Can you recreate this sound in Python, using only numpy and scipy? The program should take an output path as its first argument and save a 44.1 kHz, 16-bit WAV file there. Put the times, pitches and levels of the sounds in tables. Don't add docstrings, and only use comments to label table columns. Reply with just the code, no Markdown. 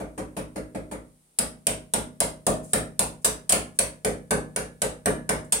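import sys
import numpy as np
from scipy import signal
from scipy.fft import rfft, irfft, next_fast_len
from scipy.io import wavfile

SR = 44100
rng = np.random.default_rng(int(sys.argv[2]) if len(sys.argv) > 2 else 0)


def unload_audio(sound):
    columns = np.transpose(np.atleast_2d(sound))
    steps = np.round(np.clip(columns, -1, 1) * 32767)
    wavfile.write(sys.argv[1], SR, steps.astype(np.int16))


N = 246959
RING = 3 * 2 ** 13
AGE = np.arange(RING) / SR

# (time [s], force [dB], sand crushed [dB])
FACE_TAPS = [(0.0, -7.5, -25), (0.1771, -5, -19.5), (0.366, -5, -16.5), (0.558, -5, -20), (0.747, -5, -23),
             (0.9124, -7.5, -19)]
# (time [s], force [dB], sand crushed [dB], time the sand takes to give way [s], spot resonance [Hz])
EDGE_BLOWS = [(1.3869, -3.5, .5, 0.0029, 228), (1.6688, -1.2, -0.7, 0.00038, 3000),
              (1.9366, -0.1, 0.5, 0.0014, 237), (2.204, -1.3, 1.2, 0.00012, 614),
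              (2.466, 6, -1.6, 0.002, 660), (2.7331, 3.5, 0.3, 0.00072, 1940),
              (2.9923, -1.6, 1, 0.00087, 810), (3.2448, -3.5, 3, .013, 426), (3.493, -10, 2, .007, 594),
              (3.522, 0.5, 2.5, 0.0013, 2660), (3.7884, -4.5, 1.4, 0.0019, 550),
              (4.047, 1.5, -5.5, 0.0015, 480), (4.3075, 4.5, -4.5, 0.0031, 1710),
              (4.5613, -5, -5.5, .0012, 477), (4.818, -2.5, -2.7, 0.0025, 500),
              (5.0578, 5.5, -4, .0013, 1800), (5.2914, 1.8, -3, 0.0034, 1950),
              (5.522, -9.5, 1, 0.0074, 450)]
# (frequency [Hz], typical level [dB], slope with force [dB/dB], slope with sand [dB/dB])
CONTACT_SPECTRUM = [(75, 19.5, 0.58, 0), (220, 20.5, 1.05, 0), (329, 20.5, 1, 0), (550, 21, 0.87, 0),
                    (890, 16, 0.7, 0.32), (1800, 10.5, 0.3, .36), (3440, 5, 0, 0.85), (9000, 6, 0, 1.1242)]
# (time [s], free ring of the tool [dB], sound thrown into the room [dB])
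GRIP_GAINS = [(0, -12, 0), (1.4, -21, -1.5), (3.2, -13.5, -0.1), (4.05, -1, 0.1), (5.3, -2.5, 0),
              (5.52, -29, 0.5)]
# (delay [s], left gain [dB], right gain [dB])
SHORT_PATHS = [(0, 0, -3), (.0026, -6, -1), (.0068, -11, -8)]
# (frequency [Hz], gain [dB])
ARRIVAL_COLOUR = [(40, -17.5), (120, -10), (250, -26.5), (550, -6.5), (1200, -25), (3000, -4.5), (8500, -2),
                  (15000, -1)]
# (frequency [Hz], energy [dB], t60 [s], swell time [s])
TOOL_RING_MODES = [(407, -26, 0.21, 0.069), (422.8, -20.5, 0.11, 0.083), (1510, -18, .22, 0.0018),
                   (1564, -16, 0.28, 0.001), (1534, -44, .2, 0.0019), (1700, -24, 0.5, 0.0075),
                   (1890, -32.5, 0.31, 0.0036), (2270, -19.5, 0.089, .003)]
# (frequency [Hz], energy [dB], t60 [s], swell time [s])
BED_PAT_MODES = [(201.5, -26, 0.18, 0.016), (306, -26.5, 0.078, 0.017), (534.4, -30, 0.15, 0.013),
                 (617, -26.5, 0.095, 0.015), (865, -22, 0.095, 0.0069)]
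# (frequency [Hz], energy [dB], t60 [s], swell time [s])
STANDING_WAVES = [(55.3, -23, 0.19, 0.16), (68.7, -38.5, 0.17, .06), (105.8, -27.5, 0.46, 0.032),
                  (120.2, -38.5, 0.28, 0.02), (153.8, -24, 0.85, 0.021), (186, -26.5, 0.86, 0.0034),
                  (216.7, -23.5, 0.51, 0.0079), (241.7, -30.5, 0.66, 0.015), (249.4, -28.5, 0.49, 0.067),
                  (285, -28.5, 0.29, 0.0066), (306.3, -28, 0.42, 0.036), (432.4, -24, 0.16, 0.046),
                  (480, -27, 0.34, 0.025), (519, -22.5, 0.21, 0.014), (556, -29, 0.2, 0.076),
                  (580, -27.5, 0.15, 0.01), (629, -31, 0.51, 0.055), (701, -26.5, 0.075, 0.0086),
                  (760, -37.5, 0.12, 0.045), (856, -48.5, 0.1, 0.0049)]
# (frequency [Hz], gain [dB])
END_WALL_COLOUR = [(60, -21), (130, -17), (300, -17.5), (600, -7.5), (1000, -30.5), (2500, -22.5),
                   (9000, -41)]
# (frequency [Hz], level [dB], t60 [s])
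TAIL_BANDS = [(44.8, -6.5, 0.74), (102, -3.5, .35), (220, -1.5, 0.28), (380, -5.5, 0.49), (530, -0.5, 0.27),
              (1005, 1.5, 0.3), (2000, 1, 0.27), (4500, 0, 0.25), (9200, -1, 0.22), (14900, -1, 0.2)]
# (time [s], duration [s], gain [dB])
BRUSH_STROKES = [(2.621, 0.054, -44), (2.658, 0.1, -47.5), (3.213, 0.024, -52.5), (3.74, 0.041, -55),
                 (5.44, 0.018, -49)]
# (frequency [Hz], gain [dB])
SAND_COLOUR = [(1000, -15), (4000, -17.5), (7300, -6), (8500, -9), (11000, -10.5), (15000, -9)]
# (frequency [Hz], relative spectral density [dB])
HUSH_SPECTRUM = [(25, 0), (55, 6), (105, -28.5), (220, -3), (550, -5.5), (1000, -11), (1600, -14.5),
                 (4000, -16.5), (9000, -17), (15000, -10.5)]
# (frequency [Hz], left-right correlation [-1 to 1])
EAR_CORRELATION = [(50, .99), (160, .92), (240, .7), (320, .8), (500, .55), (620, .6), (850, .2),
                   (1100, -.35), (1800, -.25), (2400, 0), (15000, 0)]
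# (frequency [Hz], gain [dB])
MICROPHONE_RESPONSE = [(20, -2.5), (40, -2), (6000, 2), (7300, 5), (8500, 12.5), (9800, 12.5), (11200, 0.5),
                       (13000, -4.5), (15600, -8.5)]

TAP_GIVE_S, TAP_SPOT_HZ = 0.03, 292
FLAT_PAT_DB, EDGE_PAT_DB = 2, -14
DIRECT_DB, FLUTTER_DB, TAIL_DB, STANDING_DB = 0.5, -1.8, -1.57, -1.74


def tool_impacts():
    out = np.zeros((2, N))
    echoes = from_db(FLUTTER_DB) * flutter_echo()
    grip_s, *grip_db = np.transpose(GRIP_GAINS)
    contacts = [(*tap, TAP_GIVE_S, TAP_SPOT_HZ, FLAT_PAT_DB) for tap in FACE_TAPS]
    contacts += [(*blow, EDGE_PAT_DB) for blow in EDGE_BLOWS]
    tails = diffuse_tails(len(contacts))
    for (onset, force_db, sand_db, give_s, spot_hz, pat_db), tail in zip(contacts, tails):
        free, thrown = [from_db(np.interp(onset, grip_s, column)) for column in grip_db]
        direct = from_db(DIRECT_DB) * colour(first_arrivals(give_s), ARRIVAL_COLOUR)
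        tool = free * modal_ring(TOOL_RING_MODES, scatter_rad=1, scatter_db=0.5)
        pat = from_db(pat_db) * modal_ring(BED_PAT_MODES, scatter_rad=0.43)
        standing = from_db(STANDING_DB) * modal_ring(STANDING_WAVES, scatter_rad=0.56, lag_s=0.014)
        room = thrown * (echoes + standing + from_db(TAIL_DB) * tail)
        spectrum = impact_spectrum(force_db, sand_db, spot_hz)
        add(out, onset, colour(direct + tool + pat + room, spectrum))
    return out


def impact_spectrum(force_db, sand_db, spot_hz, spot_db=5.5, spot_octaves=0.22, uneven_db=3.5):
    hz = np.geomspace(30, 16000, 500)
    typical_db, per_force, per_sand = [at_hz(CONTACT_SPECTRUM, hz, column) for column in (1, 2, 3)]
    broad_db = typical_db + force_db * per_force + sand_db * per_sand
    spot = np.exp(-(np.log2(hz / spot_hz) / spot_octaves) ** 2)
    humps_hz = np.linspace(np.sqrt(600), np.sqrt(16000), 64) ** 2
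    heights = np.clip(rng.standard_normal(len(humps_hz)), -2, 1.3)
    humps = np.interp(hz, humps_hz, heights, left=0)
    return np.column_stack([hz, broad_db + spot_db * spot + uneven_db * humps])


def first_arrivals(give_s, split_hz=580):
    out, age = np.zeros((2, RING)), AGE[:4096]
    burst = (1 - np.exp(-age / 0.00056)) * np.exp(-age / give_s)
    push = butterworth((age == 0) + 1e-18, 2, split_hz, "low")
    for delay, left_db, right_db in SHORT_PATHS:
        grains = unit_energy(burst * rng.standard_normal((2, len(age))))
        crack = butterworth(grains + 1e-18, 2, split_hz, "high")
        thump = push * np.exp(-delay / 0.0087)
        add(out, delay, from_db([[left_db], [right_db]]) * (crack + thump))
    return unit_energy(out)


def modal_ring(modes, scatter_rad, scatter_db=0, lag_s=0):
    out = np.zeros((2, RING))
    for k, (hz, energy_db, t60, swell_s) in enumerate(modes):
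        swell = 1 - np.exp(-(AGE / swell_s) ** 2)
        envelope = np.sqrt(2) * unit_energy(swell * decay(t60))
        ear_phase = np.arccos(at_hz(EAR_CORRELATION, hz)) / 2 * (-1) ** k
        phase = scatter_rad * rng.normal() + ear_phase * np.array([[1], [-1]])
        wave = np.cos(2 * np.pi * hz * (AGE - lag_s) + phase)
        out += from_db(energy_db + scatter_db * rng.normal()) * envelope * wave
    return out


def flutter_echo(trips=8, first_s=0.015, round_trip_s=0.0312, loss_db=4):
    out = np.zeros((2, RING))
    for trip in range(trips):
        level_db = -loss_db * trip + rng.standard_normal((2, 1))
        add(out, first_s + trip * round_trip_s, from_db(level_db))
    return colour(out, END_WALL_COLOUR)


def diffuse_tails(count, shared_power=0.5, start_share=0.31, swell_s=0.097):
    shared = np.sqrt(shared_power) * stereo_noise(RING)
    spectra = rfft([shared + np.sqrt(1 - shared_power) * stereo_noise(RING) for _ in range(count)])
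    bins, edges = np.fft.rfftfreq(RING, 1 / SR), np.geomspace(30, 17000, 14)
    swell = 1 - (1 - start_share) * np.exp(-AGE / swell_s)
    out = np.zeros((count, 2, RING))
    for low, high in zip(edges, edges[1:]):
        hz = np.sqrt(low * high)
        attack = 1 - np.exp(-AGE / (0.00067 + 1 / hz))
        envelope = attack * swell * decay(t60=at_hz(TAIL_BANDS, hz, column=2))
        band = irfft(spectra * ((bins >= low) & (bins < high)))
        gain = np.sqrt(2 * (high - low) / SR) * from_db(at_hz(TAIL_BANDS, hz))
        out += gain * unit_energy(band * envelope)
    return out


def sand_brushes(room_t60=0.28):
    out = np.zeros((2, N))
    for onset, duration, gain_db in BRUSH_STROKES:
        stroke = np.sin(np.pi * np.minimum(AGE / duration, 1)) ** 2
        wash = signal.fftconvolve(stroke, unit_energy(decay(room_t60)) ** 2)[:RING]
        scrape = np.sqrt(np.abs(stroke + wash)) * stereo_noise(RING)
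        add(out, onset, from_db(gain_db) * colour(scrape, SAND_COLOUR))
    return out


def room_hush():
    return np.sqrt(N) * unit_energy(colour(stereo_noise(N), HUSH_SPECTRUM))


def stereo_noise(size):
    alike = at_hz(EAR_CORRELATION, np.fft.rfftfreq(size, 1 / SR))
    mid, side = rfft(rng.standard_normal((2, size)))
    return irfft(np.sqrt((1 + alike) / 2) * mid + np.sqrt((1 - alike) / 2) * side * [[1], [-1]], size)


def colour(x, points):
    size = 2 * next_fast_len(x.shape[-1] // 2 + 2048)
    magnitude = from_db(at_hz(points, np.fft.rfftfreq(size, 1 / SR)))
    cepstrum = irfft(np.log(magnitude))
    cepstrum[1:size // 2] *= 2
    cepstrum[size // 2 + 1:] = 0
    return irfft(rfft(x, size) * np.exp(rfft(cepstrum)))[..., :x.shape[-1]]


def butterworth(x, order, hz, kind):
    return signal.sosfilt(signal.butter(order, hz, kind, fs=SR, output="sos"), x)


def decay(t60):
    return from_db(-60 * AGE / t60)


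def at_hz(points, hz, column=1):
    points = np.array(points)
    return np.interp(np.log(hz + 1e-9), np.log(points[:, 0]), points[:, column])


def from_db(db):
    return 10 ** (np.asarray(db) / 20)


def unit_energy(x):
    return x / np.sqrt(np.mean(np.sum(x ** 2, axis=-1)) + 1e-20)


def add(out, onset, sound):
    start = round(onset * SR)
    out[:, start:start + sound.shape[-1]] += sound[:, :max(0, N - start)]


def scene():
    return colour(tool_impacts() + sand_brushes() + from_db(-65) * room_hush(), MICROPHONE_RESPONSE)


def record(dry):
    rounded = np.tanh(butterworth(dry, 4, 35, "high"))
    return signal.sosfilt(signal.ellip(10, 0.2, 80, 15800, fs=SR, output="sos"), rounded)


dry = scene()
out = record(dry)
unload_audio(out)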